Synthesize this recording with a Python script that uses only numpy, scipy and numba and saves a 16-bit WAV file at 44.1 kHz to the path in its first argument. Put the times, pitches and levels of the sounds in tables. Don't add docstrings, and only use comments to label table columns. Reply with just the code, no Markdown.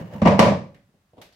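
import sys
import numpy as np
from scipy import signal
from scipy.fft import rfft, irfft
from scipy.io import wavfile
from numba import njit

SR = 44100
rng = np.random.default_rng(int(sys.argv[2]) if len(sys.argv) > 2 else 0)


def generate_wav(signal):
    frames = np.transpose(np.atleast_2d(signal))
    scaled = np.clip(frames, -1, 1) * 32767
    pcm = np.round(scaled).astype(np.int16)
    wavfile.write(sys.argv[1], SR, pcm)


N = 59535
T = np.arange(N) / SR
FREQS = np.maximum(np.fft.rfftfreq(N, 1 / SR), 1)
BOOM_DELAY_S = .004


def undb(db):
    return 10 ** (np.asarray(db) / 20)


def across(points):
    hz, value = np.array(points, float).T
    return np.interp(np.log(FREQS), np.log(hz), value)


def swell(rise_s):
    return 1 - np.exp(-T / rise_s)


def fade(fade_s):
    return np.exp(-np.log(1000) * T / fade_s)


def delayed(x, start):
    return np.pad(x, ((0, 0), (int(start * SR), 0)))[:, :N]


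def coloured(x, colour):
    cepstrum = irfft(across(colour) * np.log(10) / 20, N)
    cepstrum[1:N // 2] *= 2
    cepstrum[N // 2:] = 0
    response = irfft(np.exp(rfft(cepstrum)), N)[:N // 10]
    return signal.fftconvolve(x, response[None], axes=1)[:, :N]


# (frequency [Hz], likeness [0 to 1])
EAR_LIKENESS = [(100, 0.96), (280, .92), (550, 0.88), (1000, 0.19), (4000, 0.12)]
def stereo_spectrum():
    shared, opposite = rfft(rng.standard_normal((2, N)))
    alike = across(EAR_LIKENESS)
    return shared * np.sqrt((1 + alike) / 2) + opposite * np.sqrt((1 - alike) / 2) * [[1], [-1]]


def noise(colour):
    x = irfft(stereo_spectrum() * undb(across(colour)), N)
    return x / x.std()


# (frequency [Hz], level [dB])
HUSH_COLOUR = [(25, -10.5), (60, -3.5), (110, -4), (200, -3.5), (300, -15), (600, -15), (1200, -16),
               (3000, -22), (8000, -29), (15000, -33)]
def hush():
    return noise(HUSH_COLOUR) * undb(-68.5)


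# (time [s], level [dB])
SCRAPE_LEVELS = [(0, -33.5), (0.04, -45), (0.075, -46), (0.11, -47.5), (0.14, -37.5), (0.18, -42),
                 (0.215, -43.5), (0.25, -71.5)]
# (frequency [Hz], level [dB])
SCRAPE_COLOUR = [(40, -12.5), (95, 17), (170, 19), (260, -0.5), (350, 9.5), (420, 3.5), (550, 13),
                 (730, -0.5), (850, 7.5), (1300, -8), (1750, -1.5), (2500, -11.5), (2900, -5.5),
                 (3300, -15.5), (7000, -22.5), (9000, -29), (15000, -25)]
def scrape(grains_per_s=300, grain_db=2):
    grain = np.interp(T * grains_per_s, np.arange(N), rng.standard_normal(N))
    times, levels = np.array(SCRAPE_LEVELS).T
    level_db = np.interp(T, times, levels, right=-np.inf)
    return noise(SCRAPE_COLOUR) * undb(level_db + grain_db * grain)


# (frequency [Hz], fade time [s])
ROOM_FADES = [(60, .55), (200, 0.41), (600, 0.34), (1500, 0.35), (5000, 0.36), (13000, 0.25)]
def knock(crack_db, crack_decay_s=.0045):
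    spectrum = stereo_spectrum()
    crack = irfft(spectrum, N) * swell(rise_s=.0013) * np.exp(-T / crack_decay_s)
    echoes = 0
    for band_hz, fade_s in ROOM_FADES:
        band = across([(hz, hz == band_hz) for hz, _ in ROOM_FADES])
        echoes = echoes + irfft(spectrum * band, N) * fade(fade_s)
    return .2 * (crack * undb(crack_db) + echoes * swell(rise_s=.0054))


def softened(x, cutoff_hz):
    return signal.lfilter(*signal.butter(1, cutoff_hz, fs=SR), x)


def struck_tones(tones, spread_radians):
    out = 0
    for hz, db, fade_s in tones:
        phase = spread_radians * rng.choice([-1, 1]) * np.array([[.5], [-.5]])
        out = out + undb(db) * np.sin(2 * np.pi * hz * T + phase) * fade(fade_s)
    return out


# (frequency [Hz], level [dB], fade time [s])
WEIGHT_TONES = [(471.6, -41.5, .28), (518.6, -48, 0.43), (533.5, -30, .08), (567, -41, .42),
                (675.5, -37.5, .15), (814, -54.5, .42), (911.5, -40.5, 0.22), (922, -41.5, 0.12),
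                (988, -40, 0.31), (1125, -50, 0.22), (1158, -37, 0.14), (1395, -53, 0.19), (1947, -44, .09),
                (1997, -56, 0.19), (2230, -44.5, .08), (2864, -47.5, 0.18), (5550, -35.5, .015)]
def weight_ring():
    return struck_tones(WEIGHT_TONES, spread_radians=.55) * swell(rise_s=.0025)


# (frequency [Hz], level [dB], fade time [s])
FLOOR_TONES = [(93.4, -28, 0.33), (113, -27, .42), (173.04, -18.5, 0.28), (196.07, -20, 0.39),
               (207.9, -16.5, 0.2), (213, -31.5, 0.19), (273, -31.5, 0.29), (309, -36.5, .42)]
def floor_boom():
    return struck_tones(FLOOR_TONES, spread_radians=.2) * swell(rise_s=.0034)


# (time [s], knock level [dB], treble cutoff [Hz], crack over echoes [dB], ring [dB], boom [dB])
WEIGHT_BLOWS = [(0.2170, 2.5, 2350, 9, 6, 5.5), (0.2515, 10, 1490, 4, 11, -16),
                (0.2575, 15.5, 1178, 1.5, 23.5, 8.5), (0.2720, 14, 2400, 9.5, 7, -5),
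                (0.308, 8, 707, 6.5, 4, -5), (0.3825, 2, 1590, 2.5, 4.5, -18.5),
                (0.3915, 20.5, 7000, 6.5, 25, 5.5), (0.4230, 14, 2080, -3, 19, 1),
                (0.4750, 6, 1500, 4.5, 0.5, -4), (0.5200, 4.5, 495.6, 12, -4, -17),
                (0.001, -19.5, 500, -18, -15.5, -15), (0.018, -14.5, 900, 3, -16, -18.5),
                (0.099, -15.5, 700, -5, -17, -30.5), (0.147, -17, 700, -17.5, -4.5, -12.5)]
# (frequency [Hz], level [dB])
KNOCK_COLOUR = [(22, -31), (45, -19.5), (65, -14), (95, -1.5), (190, 6.5), (260, -1.5), (390, -4.5),
                (570, 7), (780, -1.5), (1170, -2), (1300, -12.5), (2300, -10.5), (3300, -18), (5500, -20),
                (9000, -30), (12000, -31.5), (15000, -40)]
# (frequency [Hz], left minus right [dB])
WEIGHT_BALANCE = [(60, -1.5), (200, -2.55), (380, 0.15), (650, 1.85), (1100, 0), (2400, 1.5), (8000, 0.36)]
def weight_blows(boom):
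    ring = weight_ring()
    knocks, rings, booms = np.zeros((3, 2, N))
    for start, db, cutoff_hz, crack_db, ring_db, boom_db in WEIGHT_BLOWS:
        knocks += delayed(undb(db) * softened(knock(crack_db), cutoff_hz), start)
        rings += delayed(undb(ring_db) * softened(ring, cutoff_hz), start)
        booms += delayed(undb(boom_db) * boom, start + BOOM_DELAY_S)
    blows = coloured(knocks, KNOCK_COLOUR) + rings + booms
    left = coloured(blows[:1], [(hz, db / 2) for hz, db in WEIGHT_BALANCE])
    right = coloured(blows[1:], [(hz, -db / 2) for hz, db in WEIGHT_BALANCE])
    return np.vstack([left, right])


# (time [s], level [dB], ring pitch [Hz], ring width [Hz], ring level [dB])
GRIT_CLICKS = [(0.744, -42.5, 1880, 478, 13.5), (1.2148, -24, 11700, 500, -1),
               (1.324, -40.5, 4610, 912, 5.5)]
# (frequency [Hz], level [dB])
CLICK_COLOUR = [(30, -16), (300, -12), (700, 3), (1100, -4), (2000, -3), (4000, -4), (9000, -16.5),
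                (12000, -15), (15500, -22)]
def clicks():
    out = 0
    for start, db, hz, width_hz, ring_db in GRIT_CLICKS:
        tick = knock(crack_db=8)
        ring = signal.lfilter(*signal.iirpeak(hz, hz / width_hz, fs=SR), tick)
        out = out + delayed(undb(db) * (tick + undb(ring_db) * ring), start)
    return coloured(out, CLICK_COLOUR)


# (time [s], pat level [dB], treble cutoff [Hz], boom [dB])
FOOTFALLS = [(0.748, -21, 79.8, -44), (0.887, -26.5, 70.2, -50), (0.940, -26, 69.8, -45.5),
             (1.132, -30, 593, -55), (1.169, -29, 900, -59), (1.179, -19.5, 780, -42)]
# (frequency [Hz], level [dB])
PAT_COLOUR = [(25, -12), (110, 1.5), (300, 2), (600, 6), (1100, -4), (1400, -19), (3500, -7.5),
              (6000, -17.5), (12000, -19)]
def footsteps(boom):
    pats, booms = np.zeros((2, 2, N))
    for start, db, cutoff_hz, boom_db in FOOTFALLS:
        pats += delayed(undb(db) * softened(knock(crack_db=7.5), cutoff_hz), start)
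        booms += delayed(undb(boom_db) * boom, start + BOOM_DELAY_S)
    return coloured(pats, PAT_COLOUR) + booms


def scene():
    boom = floor_boom()
    return hush() + scrape() + weight_blows(boom) + clicks() + footsteps(boom)


@njit
def follow_peaks(x, rise_s, fall_s):
    out, level = np.empty(len(x)), 0.
    for i in range(len(x)):
        lag_s = rise_s if x[i] > level else fall_s
        level += (x[i] - level) / (1 + lag_s * SR)
        out[i] = level
    return out


def record(dry, limit_db=-3.5, ratio=10, low_cut_hz=35, high_cut_hz=15800):
    peak = follow_peaks(np.abs(dry).max(axis=0), rise_s=.001, fall_s=.072)
    gain = np.maximum(peak / undb(limit_db), 1) ** (1 / ratio - 1)
    x = signal.lfilter(*signal.butter(2, low_cut_hz, "high", fs=SR), dry * gain)
    x = x / (1 + x ** 6) ** (1 / 6)
    return signal.sosfilt(signal.ellip(8, .2, 70, high_cut_hz, fs=SR, output="sos"), x)


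dry = scene()
out = record(dry)
generate_wav(out)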